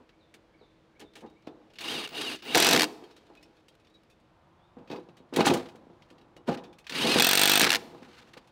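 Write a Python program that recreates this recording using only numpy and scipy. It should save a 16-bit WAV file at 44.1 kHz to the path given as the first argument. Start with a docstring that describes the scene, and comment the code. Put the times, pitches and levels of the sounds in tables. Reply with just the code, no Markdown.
"""A cordless impact driver spins two bolts into the steel frame of a wooden hutch on a lawn.
Over outdoor air and far birds, the bit ticks and knocks on frame and panels. From 1.8 s the motor
whines through its housing in three pulls; in the third the bolt is tight, the hammer strikes the
anvil and the bit rattles free. From 4.8 s the bit knocks and scrapes into the second bolt, which
one pull at 6.9 s spins in and hammers tight. A last rattle and a few ticks follow."""
import sys
import numpy as np
from scipy import signal
from scipy.fft import rfft, irfft, next_fast_len
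from scipy.io import wavfile
from scipy.ndimage import uniform_filter1d

SR = 44100
rng = np.random.default_rng(int(sys.argv[2]) if len(sys.argv) > 2 else 0)


def transcribe(u):
    """Save the signal u as a 16-bit wav file named by the first command-line argument.

    u: samples, shape (n,) or (channels, n), limited to [-1, 1]; the rate is SR.
    q: integer samples, one column per channel.
    """
    v = np.clip(np.atleast_2d(u).T, -1, 1)
    q = np.round(v * 32767).astype(np.int16)
    wavfile.write(sys.argv[1], SR, q)


N = 375291
TIME_S = np.arange(N) / SR
PLACE = np.clip((TIME_S - 4.3) / .34 + .5, 0, 1)  # 0 at bolt 1, 1 at bolt 2
REFERENCE_HZ = 800
# motor speed, one list per trigger pull: (time [s], first whine order [Hz])
MOTOR_SPEED = [
    [(1.79, 30), (1.85, 470), (1.89, 750), (1.914, 825), (1.966, 718), (1.994, 640), (2.05, 510),
     (2.075, 400)],
    [(2.09, 20), (2.15, 440), (2.196, 750), (2.22, 845), (2.27, 730), (2.324, 600), (2.37, 520)],
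    [(2.415, 20), (2.5, 430), (2.54, 600), (2.62, 1150), (2.72, 1200), (2.85, 600)],
    [(6.89, 30), (6.95, 400), (6.98, 645), (7.02, 865), (7.06, 1115), (7.09, 1255), (7.122, 1300),
     (7.145, 1245), (7.18, 1125), (7.3, 1270), (7.6, 1280), (7.68, 750), (7.77, 500)],
]


def undb(db):
    return np.exp(np.asarray(db) * (np.log(10) / 20))


def unit(x):
    return x / np.sqrt(np.mean(x ** 2))


def bolt(first, second):
    """Crossfade from bolt 1 to bolt 2."""
    return first + (second - first) * PLACE


def bolt_gain(first_db, second_db):
    return bolt(undb(first_db), undb(second_db))


def butter(x, hz, kind="low"):
    return signal.sosfilt(signal.butter(2, hz, kind, fs=SR, output="sos"), x)


def colour(x, points):
    """Shape by (frequency [Hz], gain [dB]) points; white noise keeps its level."""
    n = next_fast_len(N)
    hz, db = np.transpose(points)
    bins_hz = np.arange(n // 2 + 1) * SR / n
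    gain = undb(np.interp(np.log(bins_hz + 1), np.log(hz), db))
    return irfft(rfft(x, n) * unit(gain), n)[:N]


def ring(x, modes):
    """Resonances (frequency [Hz], width [Hz], gain [dB]); a list x drives each on its own."""
    drives = x if isinstance(x, list) else [x] * len(modes)
    out = sum(undb(db) * signal.lfilter(*signal.iirpeak(hz, hz / width, SR), drive) / np.sqrt(width)
              for drive, (hz, width, db) in zip(drives, modes))
    return out / np.sqrt(np.pi / SR * sum(undb(2 * db) for _, _, db in modes))


def walk(rate_hz):
    """Slewed random steps, RMS 1."""
    hold = int(SR / rate_hz)
    steps = np.repeat(rng.standard_normal(N // hold + 1), hold)
    return unit(uniform_filter1d(steps, hold)[:N])


def jolts(times_s, dbs):
    """One sample of force per contact."""
    force = np.zeros(N)
    force[(np.asarray(times_s) * SR).astype(int)] = undb(dbs)
    return force


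def bursts(times_s, dbs, t60s, rise_s=0.00058):
    """Noise with a sharp rise and an exponential fall per contact."""
    power = np.zeros(N)
    for s, db, t60 in np.broadcast(times_s, dbs, np.maximum(t60s, .003)):
        i = int(s * SR)
        t = TIME_S[:min(int(t60 * SR), N - i)]
        power[i:i + len(t)] += undb(2 * (db - 60 * t / t60)) * (1 - np.exp(-t / rise_s))
    return np.sqrt(power) * rng.standard_normal(N)


def swells(rows, rise_db=30):
    """Envelope that climbs to each peak and dies away; powers add."""
    t = TIME_S[::16]
    power = sum(undb(2 * (db - np.where(t < s, rise_db * (s - t) / rise_s, 60 * (t - s) / t60)))
                for s, db, rise_s, t60 in rows)
    return np.interp(TIME_S, t, np.sqrt(power))


def echoes(x, t60_s):
    """Diffuse return: decaying noise as the response."""
    t = np.arange(int(t60_s * SR)) / SR
    tail = undb(-60 * t / t60_s) * rng.standard_normal(len(t))
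    return signal.fftconvolve(x, tail / np.sqrt(np.sum(tail ** 2)))[:N]


def air():
    """Leaves and far traffic, swelling slowly."""
    # one spectrum per bolt: (frequency [Hz], density [dB])
    spectra = [
        [(15, -43.5), (35, -6.5), (236, -6), (277, -15), (326, 4), (354, -12.5), (489, -7), (607, -11),
         (1560, -20), (2350, -23), (3620, -26.5), (16000, -54.5)],
        [(15, -41), (35, -11.5), (166, -4.5), (301, -17.5), (335, -3.5), (405, -19.5), (531, -13.5),
         (1020, -13.5), (1840, -25.5), (3820, -31.5), (4140, -34.5), (16000, -58)],
    ]
    # air level: (bolt 1 [dB], bolt 2 [dB])
    levels_db = [-64, -63]
    first, second = (undb(db) * unit(colour(rng.standard_normal(N), spectrum))
                     for spectrum, db in zip(spectra, levels_db))
    return undb(walk(2.1)) * (np.sqrt(1 - PLACE) * first + np.sqrt(PLACE) * second)


def hutch(blows, motor_level, load, spot_db_per_octave=21.5, soft_hz=852):
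    """Shoves, knocks, motor rumble and hammer blows drive the panel modes."""
    # shoves on the hutch: (peak time [s], level [dB], rise [s], T60 [s])
    shoves = [(0.005, -49.5, 0.013, 0.17), (1.024, -44.5, 0.063, 0.17), (1.166, -48.5, 0.042, 0.19),
              (1.238, -41, 0.051, 0.28), (1.472, -46, 0.016, 0.76), (2.56, -13.5, 0.023, 0.12),
              (2.75, -18, 0.19, 0.39), (2.89, -43, 0.03, 1.16), (3.3, -57, 0.041, 2.4),
              (4.77, -47.5, 0.014, 1), (4.938, -33, 0.034, 0.25), (5.05, -56, 0.023, 2.2),
              (5.328, -31, 0.004, 0.38), (5.39, -17, 0.044, 0.34), (5.505, -19, 0.1, 0.41),
              (5.67, -50, .02, 1.95), (6.118, -54.5, 0.028, 1.7), (6.49, -13.5, 0.018, 0.067),
              (6.51, -29, .01, 0.57), (7.06, -24, 0.084, 0.7), (7.63, -14.5, 0.015, 0.38),
              (7.82, -44, 0.024, 2.16), (8.29, -53, 0.061, 0.14), (8.37, -39.5, 0.0069, 0.075)]
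    # knocks on the panels: (time [s], level [dB], T60 [s], pitch of the struck spot [Hz])
    knocks = [(0.346, -45.5, 0.36, 315), (0.613, -36.5, 0.18, 480), (1.018, -53, 0.089, 433),
              (1.233, -50, 0.073, 330), (1.474, -20, 0.065, 280), (1.567, -49, 0.033, 230),
              (2.547, -11, 0.15, 290), (3.025, -31, 0.14, 325), (3.04, -34.5, 0.044, 640),
              (3.302, -33.5, 0.11, 610), (4.769, -28, 0.069, 250), (4.812, -35, .05, 250),
              (4.903, -20.5, 0.33, 343), (4.93, -19, 0.039, 345), (4.947, -25, .05, 240),
              (4.968, -36, .05, 330), (4.987, -24.5, 0.063, 330), (5.087, -35, 0.12, 347),
              (5.203, -35.5, 0.051, 240), (5.326, -23, 0.12, 310), (5.37, -7.5, 0.062, 330),
              (5.389, -1, 0.059, 385), (5.407, 3.5, 0.021, 730), (5.468, 5.5, 0.05, 805),
              (5.497, -8, 0.097, 265), (5.515, -0.5, 0.032, 227), (5.565, -14, 0.07, 260),
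              (5.75, -31.5, 0.12, 250), (5.785, -35.5, 0.056, 250), (5.835, -40, .05, 255),
              (5.869, -35.5, .05, 255), (5.9, -35.5, 0.15, 373), (6.112, -35, 0.044, 338),
              (6.366, -35.5, 0.28, 382), (6.483, -16, 0.042, 340), (6.525, -13, 0.04, 230),
              (6.562, -25, 0.056, 255), (7.159, -4, 0.25, 295), (7.612, -8, 0.069, 804),
              (7.629, -9, 0.044, 500), (7.671, -9.5, 0.029, 414), (7.948, -27, 0.054, 620),
              (8.023, -31, 0.1, 370), (8.368, -29, 0.026, 483)]
    # panel modes: (frequency [Hz], width [Hz], gain at bolt 1 [dB], gain at bolt 2 [dB])
    panels = [(47.9, 69, -11, -1), (176, 62, -5.5, 2.5), (225, 28, -4, -2), (255.4, 15, -0.5, -0.5),
              (300.6, 30, 3.5, 2), (347, 13, 0.5, 1), (376.7, 20, 0, -3), (419.6, 27, 3, -6),
              (482.4, 35, -1.5, 1), (637.3, 84, 1.5, -4.5), (707, 110, -4, -6.5), (808, 33, -6.5, -4),
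              (918, 96, -8, -9.5), (1180, 110, -13.5, -18.5)]
    s, db, t60_s, spot_hz = np.transpose(knocks)
    push = np.hypot(swells(shoves), bolt_gain(1, 0) * motor_level)
    push = push * undb(walk(40)) * rng.standard_normal(N)
    push *= undb(-8 * load * PLACE)  # bolt 2 clamps the frame: less rattle under the hammer
    thuds = bursts(s, db, t60_s, rise_s=0.0034)
    common = undb(-8.5) * push + undb(-21) * thuds + undb(0.5) * blows
    drives = []
    for hz, width, db1, db2 in panels:
        off_spot_db = spot_db_per_octave * abs(np.log2(hz / spot_hz))
        hits = jolts(s, db + 11 - off_spot_db) * np.sqrt(30 / width)
        drives.append((common + hits) * bolt_gain(db1, db2))
    wood = undb(5) * ring(drives, [(hz, width, 0) for hz, width, _, _ in panels])
    return butter(wood, soft_hz)  # soft contacts carry little treble


def birds():
    """Far whistles that glide and settle, smeared by echoes among the trees."""
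    # calls: (start [s], length [s], first pitch [Hz], last pitch [Hz], level [dB])
    calls = [(0.033, 0.12, 1490, 1790, -85), (0.115, .04, 2110, 2380, -75), (0.18, 0.085, 4800, 3480, -74),
             (0.452, 0.11, 1500, 1780, -78), (0.532, 0.028, 2070, 2370, -68),
             (0.575, 0.1, 5250, 3460, -71.5), (0.863, 0.1, 1480, 1720, -77),
             (0.948, 0.036, 2050, 2400, -68), (1.027, 0.065, 4100, 3530, -70),
             (1.257, .05, 3700, 3820, -73), (1.35, 0.043, 2080, 2430, -70), (1.422, 0.074, 4700, 3900, -76),
             (4.576, .12, 3150, 3870, -78.5)]
    out = np.zeros(N)
    for s, length_s, first_hz, last_hz, db in calls:
        u = np.linspace(0, 1, int(length_s * SR))
        hz = last_hz + (first_hz - last_hz) * (1 - u) ** (2.5 if first_hz > last_hz else 1.2)
        i = int(s * SR)
        out[i:i + len(u)] += undb(db) * np.sin(np.pi * u) * np.sin(2 * np.pi * np.cumsum(hz) / SR)
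    return out + undb(3) * echoes(out, t60_s=0.6)


def ticks(clink_t60_s=.12, rasp_t60_s=.075, treble_t60_s=.08, spread_octaves=.35):
    """Bit and trigger touch steel: a two-band rasp and the bit's ring, its modes varying by touch."""
    # touches: (time [s], level [dB], relative treble [dB])
    touches = [(0.0915, -45, -31), (0.3404, -36, -10), (.995, -40, -8), (1.001, -35.5, -7.5),
               (1.012, -35.5, -18), (1.1348, -45.5, -14), (1.1542, -35, -11), (1.207, -42.5, -9),
               (1.2615, -48, -23), (1.298, -51.5, -12), (1.4227, -49.5, -27), (1.47, -37.5, -25),
               (1.701, -51, -25), (1.735, -45, -11), (1.756, -40, -24), (1.7853, -27, -20),
               (1.807, -24.5, -9.5), (1.8574, -25.5, -27), (2.003, -38, -25), (2.073, -34, -15),
               (2.089, -39, -12), (2.3562, -30, -9.5), (2.387, -39, -24), (2.398, -43, -22.5),
               (2.422, -33.5, -22.5), (3.038, -44.5, -14), (3.11, -46, -31), (3.1644, -45.5, -8),
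               (3.2632, -62, -36), (3.37, -53, -23), (3.427, -43.5, -6), (3.567, -55, -24),
               (3.683, -45.5, -5), (3.797, -58, -8.5), (3.847, -51, -21.5), (3.87, -50, -17),
               (3.8988, -53, -13), (3.939, -58.5, -14), (4.0992, -54, -3), (4.1983, -64.5, -2),
               (4.785, -53, -24), (4.8748, -46, -28.5), (4.899, -36, -33.5), (4.913, -31, -28),
               (4.9336, -42, -28.5), (4.959, -39, -26), (5.0867, -47, -30), (5.1683, -43.5, -11.5),
               (5.337, -26, -14), (5.361, -14, -5.5), (5.405, -11.5, -30), (5.46, -16.5, 1.5),
               (5.474, -16, -3.5), (5.537, -19, -3), (5.572, -29, -5), (5.657, -37.5, -27),
               (5.686, -39.5, -14), (5.756, -44.5, -8), (6.021, -42, -29), (6.102, -42, -13.5),
               (6.181, -47, -30.5), (6.213, -49.5, -16), (6.365, -41, -11), (6.484, -39, -17),
               (6.526, -28.5, -32), (6.573, -33.5, -30), (6.637, -38.5, -21), (6.728, -45, -15.5),
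               (6.785, -41.5, -7), (6.843, -44.5, -19), (6.867, -27.5, -22), (6.895, -20.5, -13),
               (6.922, -20, -25), (6.951, -18, -28.5), (8.13, -40.5, -31), (8.3335, -73.5, -24),
               (8.37, -44, -28.5), (8.473, -48.5, -9.5)]
    # bit ring, damped in the fingers, loose when carried: (time [s], relative level [dB])
    looseness = [(1.3, -38), (1.6, -24), (3, -24), (3.08, -19), (4.3, -19), (4.6, -28)]
    # bit modes: (frequency [Hz], width [Hz], gain [dB])
    bit_modes = [(2540, 45, -3), (2920, 40, -5), (3200, 50, -4), (3550, 50, -1), (3850, 55, -2),
                 (4300, 70, -7), (4620, 70, -7), (5350, 80, -9)]
    # rasp, lower band: (frequency [Hz], gain [dB])
    rasp_spectrum = [(700, -13), (1500, 2.5), (3000, 4.5), (5000, -2.5), (7000, -14), (10000, -26)]
    # rasp, upper band: (frequency [Hz], gain [dB])
    treble_spectrum = [(4000, -17.5), (6500, -1.5), (10000, -7.5), (15500, -17)]
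    s, db, treble_db = np.transpose(touches)
    stretch = 2 ** (spread_octaves * rng.standard_normal(len(s)))
    drive = bursts(s, db + np.interp(s, *np.transpose(looseness)), clink_t60_s * stretch)
    clink = sum(undb(mode_db) * ring(undb(5.5 * walk(12)) * drive, [(hz, width, 0)])
                for hz, width, mode_db in bit_modes)
    rasp = colour(bursts(s, db, rasp_t60_s * stretch, rise_s=0.00071), rasp_spectrum)
    treble = colour(bursts(s, db + treble_db, treble_t60_s * stretch, rise_s=0.0012), treble_spectrum)
    return undb(-13) * rasp + clink + undb(-12) * treble


def trigger(load, db_per_octave=6, brake_t60_s=.029, chop_t60_s=.1, crawl_hz=100):
    """Motor level (up with speed and load, braked on release) and chop level (fades at full current)."""
    # pulls: (start [s], full current [s], release [s], motor level [dB], chop level [dB])
    pulls = [(1.786, 1.915, 2.064, -36, -64), (2.086, 2.225, 2.352, -37, -61.5),
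             (2.424, 2.545, 2.852, -33.5, -58), (6.895, 7.07, 7.19, -30.5, -62)]
    motor_level, chop_level = np.zeros((2, N))
    for (start_s, full_s, release_s, db, chop_db), speed in zip(pulls, MOTOR_SPEED):
        on = TIME_S > start_s
        speed_hz = np.maximum(np.interp(TIME_S, *np.transpose(speed)), crawl_hz)
        speed_db = db_per_octave * np.log2(speed_hz / REFERENCE_HZ)
        brake_db = 60 * np.maximum(TIME_S - release_s, 0) / brake_t60_s
        motor_level += on * undb(db + speed_db - brake_db)
        chop_level += on * undb(chop_db - 60 * np.maximum(TIME_S - full_s, 0) / chop_t60_s)
    motor_level *= undb(bolt(0.5, 5.5) * load)
    return uniform_filter1d(motor_level, size=201), uniform_filter1d(chop_level, size=201)


def motor_speed_hz():
    """Smoothed speed curve; 400 Hz outside the pulls."""
    hz = np.full(N, 400.)
    for rows in map(np.array, MOTOR_SPEED):
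        on = (TIME_S >= rows[0, 0]) & (TIME_S <= rows[-1, 0])
        hz[on] = np.interp(TIME_S[on], *rows.T)
    return uniform_filter1d(hz, size=201)


def motor(level, chop_level, load, chop_hz=15720, treble_hz=5100, treble_db_per_octave=1.5):
    """Whine and shaft-pulsed gear noise ring the housing; chopped current makes the windings sing."""
    # whine of windings and gears: (order, level at bolt 1 [dB], level at bolt 2 [dB])
    orders = [(1.6, -40, -16), (2, -14, -11), (3.27, -26, -10), (4, -10, -9), (4.55, -40, -14),
              (5, -14, -20), (6, -14, -24), (7, -14, -28), (8, -16, -30)]
    # housing modes: (frequency [Hz], width [Hz], gain [dB])
    housing = [(2850, 260, 0), (3750, 220, -1), (4700, 240, -5), (8700, 1200, -6), (900, 300, -11),
               (2400, 300, -13), (3300, 300, -7), (4250, 220, -6), (6300, 700, -10), (7500, 500, -13)]
    # vent resonances, one list per bolt: (frequency [Hz], width [Hz], gain [dB])
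    vent_modes = [
        [(3000, 900, 0)],
        [(2050, 200, -9), (2550, 400, -3), (3050, 600, 0), (4240, 200, -3), (5200, 200, -14)],
    ]
    # gear and fan noise: (frequency [Hz], gain [dB])
    gear_spectrum = [(650, -40), (1100, 1), (1610, 0.5), (1760, 1), (3330, -0.5), (6310, -9), (6750, -15.5),
                     (8260, -22.5), (13100, -34.5), (16000, -36.5)]
    speed_hz = motor_speed_hz()
    wobble = (.0025 + .04 * load) * walk(120)  # blows jolt the shaft and smear the whine
    turns = np.cumsum(speed_hz * (1 + wobble)) / SR
    whine = sum(bolt_gain(db1, db2) * undb(2.3 * walk(45)) * np.sin(2 * np.pi * order * turns)
                for order, db1, db2 in orders)
    whine *= undb(-13 * load)
    mesh = undb(2 * np.sin(np.pi * turns) + 2.1 * walk(120)) * rng.standard_normal(N)
    chop = sum(undb(db) * np.sin(2 * np.pi * (chop_hz * TIME_S - order * turns))
               for order, db in [(.5, -12.5), (1, -4.5), (2, -10)])
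    vents = bolt(undb(-9) * ring(whine, vent_modes[0]), undb(-7) * ring(whine, vent_modes[1]))
    # the whine crosses stator and shell, so it is filtered twice
    stator = bolt_gain(-13, -24) * ring(whine, housing)
    shell = ring(bolt_gain(-7, -8) * mesh + stator, housing)
    body = undb(-6) * colour(mesh, gear_spectrum) + shell + vents
    dull = butter(body, treble_hz)
    # treble needs speed or hammer load
    bright = np.minimum(undb(-2 + treble_db_per_octave * np.log2(speed_hz / REFERENCE_HZ)), 1)
    return level * (dull + np.maximum(load, bright) * (body - dull)) + chop_level * chop


def chatter(t60_s=0.02):
    """Dry clacks of the bit, most where it slips in the bolt head."""
    # clacks: (time [s], level [dB])
    clacks = [(2.075, -32), (2.0899, -34), (2.5474, -8.5), (2.5724, -9), (2.7276, -9.5), (2.7416, -15),
              (2.748, -12), (2.762, -9), (2.775, -14), (2.795, -8), (2.808, -10), (2.819, -7.5),
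              (2.831, -10), (2.8408, -14.5), (3.3517, -48.5), (3.752, -53.5), (4.034, -57.5),
              (7.1862, -10.5), (7.6079, -10.5), (7.614, -15), (7.629, -12.5), (7.635, -10), (7.6429, -8),
              (7.6488, -11.5), (7.666, -18.5), (7.693, -13), (7.7038, -7), (7.7173, -8.5), (7.7285, -10),
              (7.7373, -13), (7.7473, -10.5), (7.756, -12), (7.765, -21.5)]
    # clack spectrum: (frequency [Hz], gain [dB])
    spectrum = [(290, -46.5), (500, -14.5), (621, -8), (1250, -11), (1600, -4.5), (3150, -7.5), (4280, -7),
                (6800, -17), (14500, -26.5), (16000, -30.5)]
    return undb(-3) * colour(bursts(*np.transpose(clacks), t60_s), spectrum)


def blow_pattern(pace_blows=3.5):
    """Times [s] and levels [dB] of the hammer blows: slow at first, then steady."""
    # one run per bolt: (first blow [s], stop [s], settled period [s], run-up lag [s], level [dB])
    runs = [(2.5535, 2.742, .0207, .014, -8.3), (7.1975, 7.622, .02, .018, -8.1)]
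    k = np.arange(30)
    times_s, dbs = [], []
    for first_s, stop_s, period_s, lag_s, db in runs:
        s = first_s + period_s * k + lag_s * (1 - np.exp(-k / pace_blows))
        times_s.extend(s[s < stop_s])
        dbs.extend([db] * np.sum(s < stop_s))
    return np.array(times_s), np.array(dbs)


def hammer_load(times_s, dbs):
    """1 from 14 ms before a blow to 122 ms after it, else 0."""
    struck = 1. * (jolts(times_s, dbs) > 0)
    return np.minimum(uniform_filter1d(struck, size=6001, origin=2400) * 6001, 1)


def uneven(times_s, dbs, jitter_s=.0004, scatter_db=.8):
    """No two blows land quite alike."""
    late, hard = rng.standard_normal((len(times_s), 2)).T
    return times_s + jitter_s * late, dbs + scatter_db * hard


def hammer(s, db, crack_t60_s=.022, rattle_t60_s=.16, mode_scatter_db=3.5):
    """Each blow cracks, rings the anvil in a new mix of modes and leaves the bolt rattling."""
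    # anvil modes: (frequency [Hz], width [Hz], gain at bolt 1 [dB], gain at bolt 2 [dB])
    anvil_modes = [(1600, 90, -7, -13), (2530, 57, -0.5, -1.5), (2660, 80, 0, 0), (2940, 70, -6, -17),
                   (3340, 70, -10.5, 0), (3380, 90, -1.5, -1), (3570, 90, -9, -2.5), (3630, 60, -4, -6),
                   (3940, 80, -9, -2), (4040, 60, 1.5, -4), (4300, 70, -8, -1), (4530, 97, -3.5, -4.5),
                   (4910, 130, 1.5, -13), (5800, 200, 4.5, -4), (7185, 300, -4, -24),
                   (8630, 100, -8.5, 1.5), (12800, 500, -13, -3), (14500, 420, -16, 5.5)]
    # blow noise: (frequency [Hz], gain [dB])
    spectrum = [(410, -32.5), (700, 0.5), (1110, -9.5), (1310, -2), (3370, -4.5), (6740, -9), (8650, -6),
                (9600, -11.5), (14600, -11), (16000, -19)]
    crack = undb(-1) * bursts(s, db, crack_t60_s, rise_s=0.0006)
    rattle = undb(2.3 * walk(250)) * bursts(s + 0.003, db - 8.5, rattle_t60_s)
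    noise = crack + butter(rattle, hz=6000)
    scatter_db = mode_scatter_db * rng.standard_normal((len(s), len(anvil_modes)))
    drives = [bolt_gain(db1, db2) * (undb(-12.5) * noise + jolts(s + .001, db + 4.5 + offset_db))
              for offset_db, (_, _, db1, db2) in zip(scatter_db.T, anvil_modes)]
    anvil = ring(drives, [(hz, width, 0) for hz, width, _, _ in anvil_modes])
    return undb(-6) * colour(noise, spectrum) + undb(2) * anvil


def scrape():
    """The bit scrapes round into the bolt head: steel on steel, in uneven grains."""
    # strokes: (peak time [s], level [dB], rise [s], T60 [s])
    strokes = [(3.05, -67, 0.2, 3.3), (4.93, -60, 0.058, 0.45), (5.345, -45.5, 0.018, 0.23),
               (5.412, -29.5, 0.069, 0.064), (5.472, -23.5, 0.062, 0.18), (5.5, -33.5, .01, 0.35),
               (6.1, -73.5, 0.88, 0.8), (6.486, -38, 0.02, 0.14), (6.54, -48, 0.022, 0.13),
               (6.642, -65.5, 0.023, 0.2), (7.675, -25.5, 0.12, 0.13), (7.82, -67.5, 0.0207, 5.7),
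               (8.034, -59.5, 0.038, 0.079), (8.194, -58, 0.56, 0.5), (8.336, -49, 0.0068, 0.073),
               (8.376, -49.5, 0.016, 0.058)]
    # friction noise: (frequency [Hz], gain [dB])
    spectrum = [(710, -24), (1200, 0), (1490, 1.5), (1610, -0.5), (4260, -4.5), (4550, -7), (4860, -9),
                (16000, -32.5)]
    grains = undb(3.2 * walk(150)) * rng.standard_normal(N)
    return colour(swells(strokes) * grains, spectrum)


def loose_rail(shake):
    """A loose rail at bolt 1 rings on."""
    # (frequency [Hz], width [Hz], gain [dB])
    modes = [(308, 5.2, 7), (497, 4.4, -2.5), (630, 5, -7), (2584, 3, -3.5), (3670, 2.7, -9)]
    return (1 - PLACE) * ring(shake, modes)


def scene():
    """Driver and hutch with their echoes, over birds and air; mono."""
    pattern = blow_pattern()
    blows, load = uneven(*pattern), hammer_load(*pattern)
    motor_level, chop_level = trigger(load)
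    driver = motor(motor_level, chop_level, load) + hammer(*blows) + chatter() + ticks()
    near = driver + hutch(jolts(*blows), motor_level, load) + scrape()
    near = butter(near, hz=130, kind="high")  # deep bass is thinned out below 130 Hz
    yard = undb(-14) * butter(echoes(near, t60_s=.091), hz=3000)
    walls = undb(-23.5) * echoes(near, t60_s=.55)  # bright return from hutch walls and ground
    return (near + yard + walls + undb(-34) * loose_rail(near) + birds() + air())[None]


def record(dry, drive=1.3, top_hz=15800):
    """Round the loudest peaks and cut the top."""
    rounded = np.tanh(drive * dry) / drive
    return signal.sosfilt(signal.ellip(12, .2, 80, top_hz, fs=SR, output="sos"), rounded)


dry = scene()
out = record(dry)
transcribe(out)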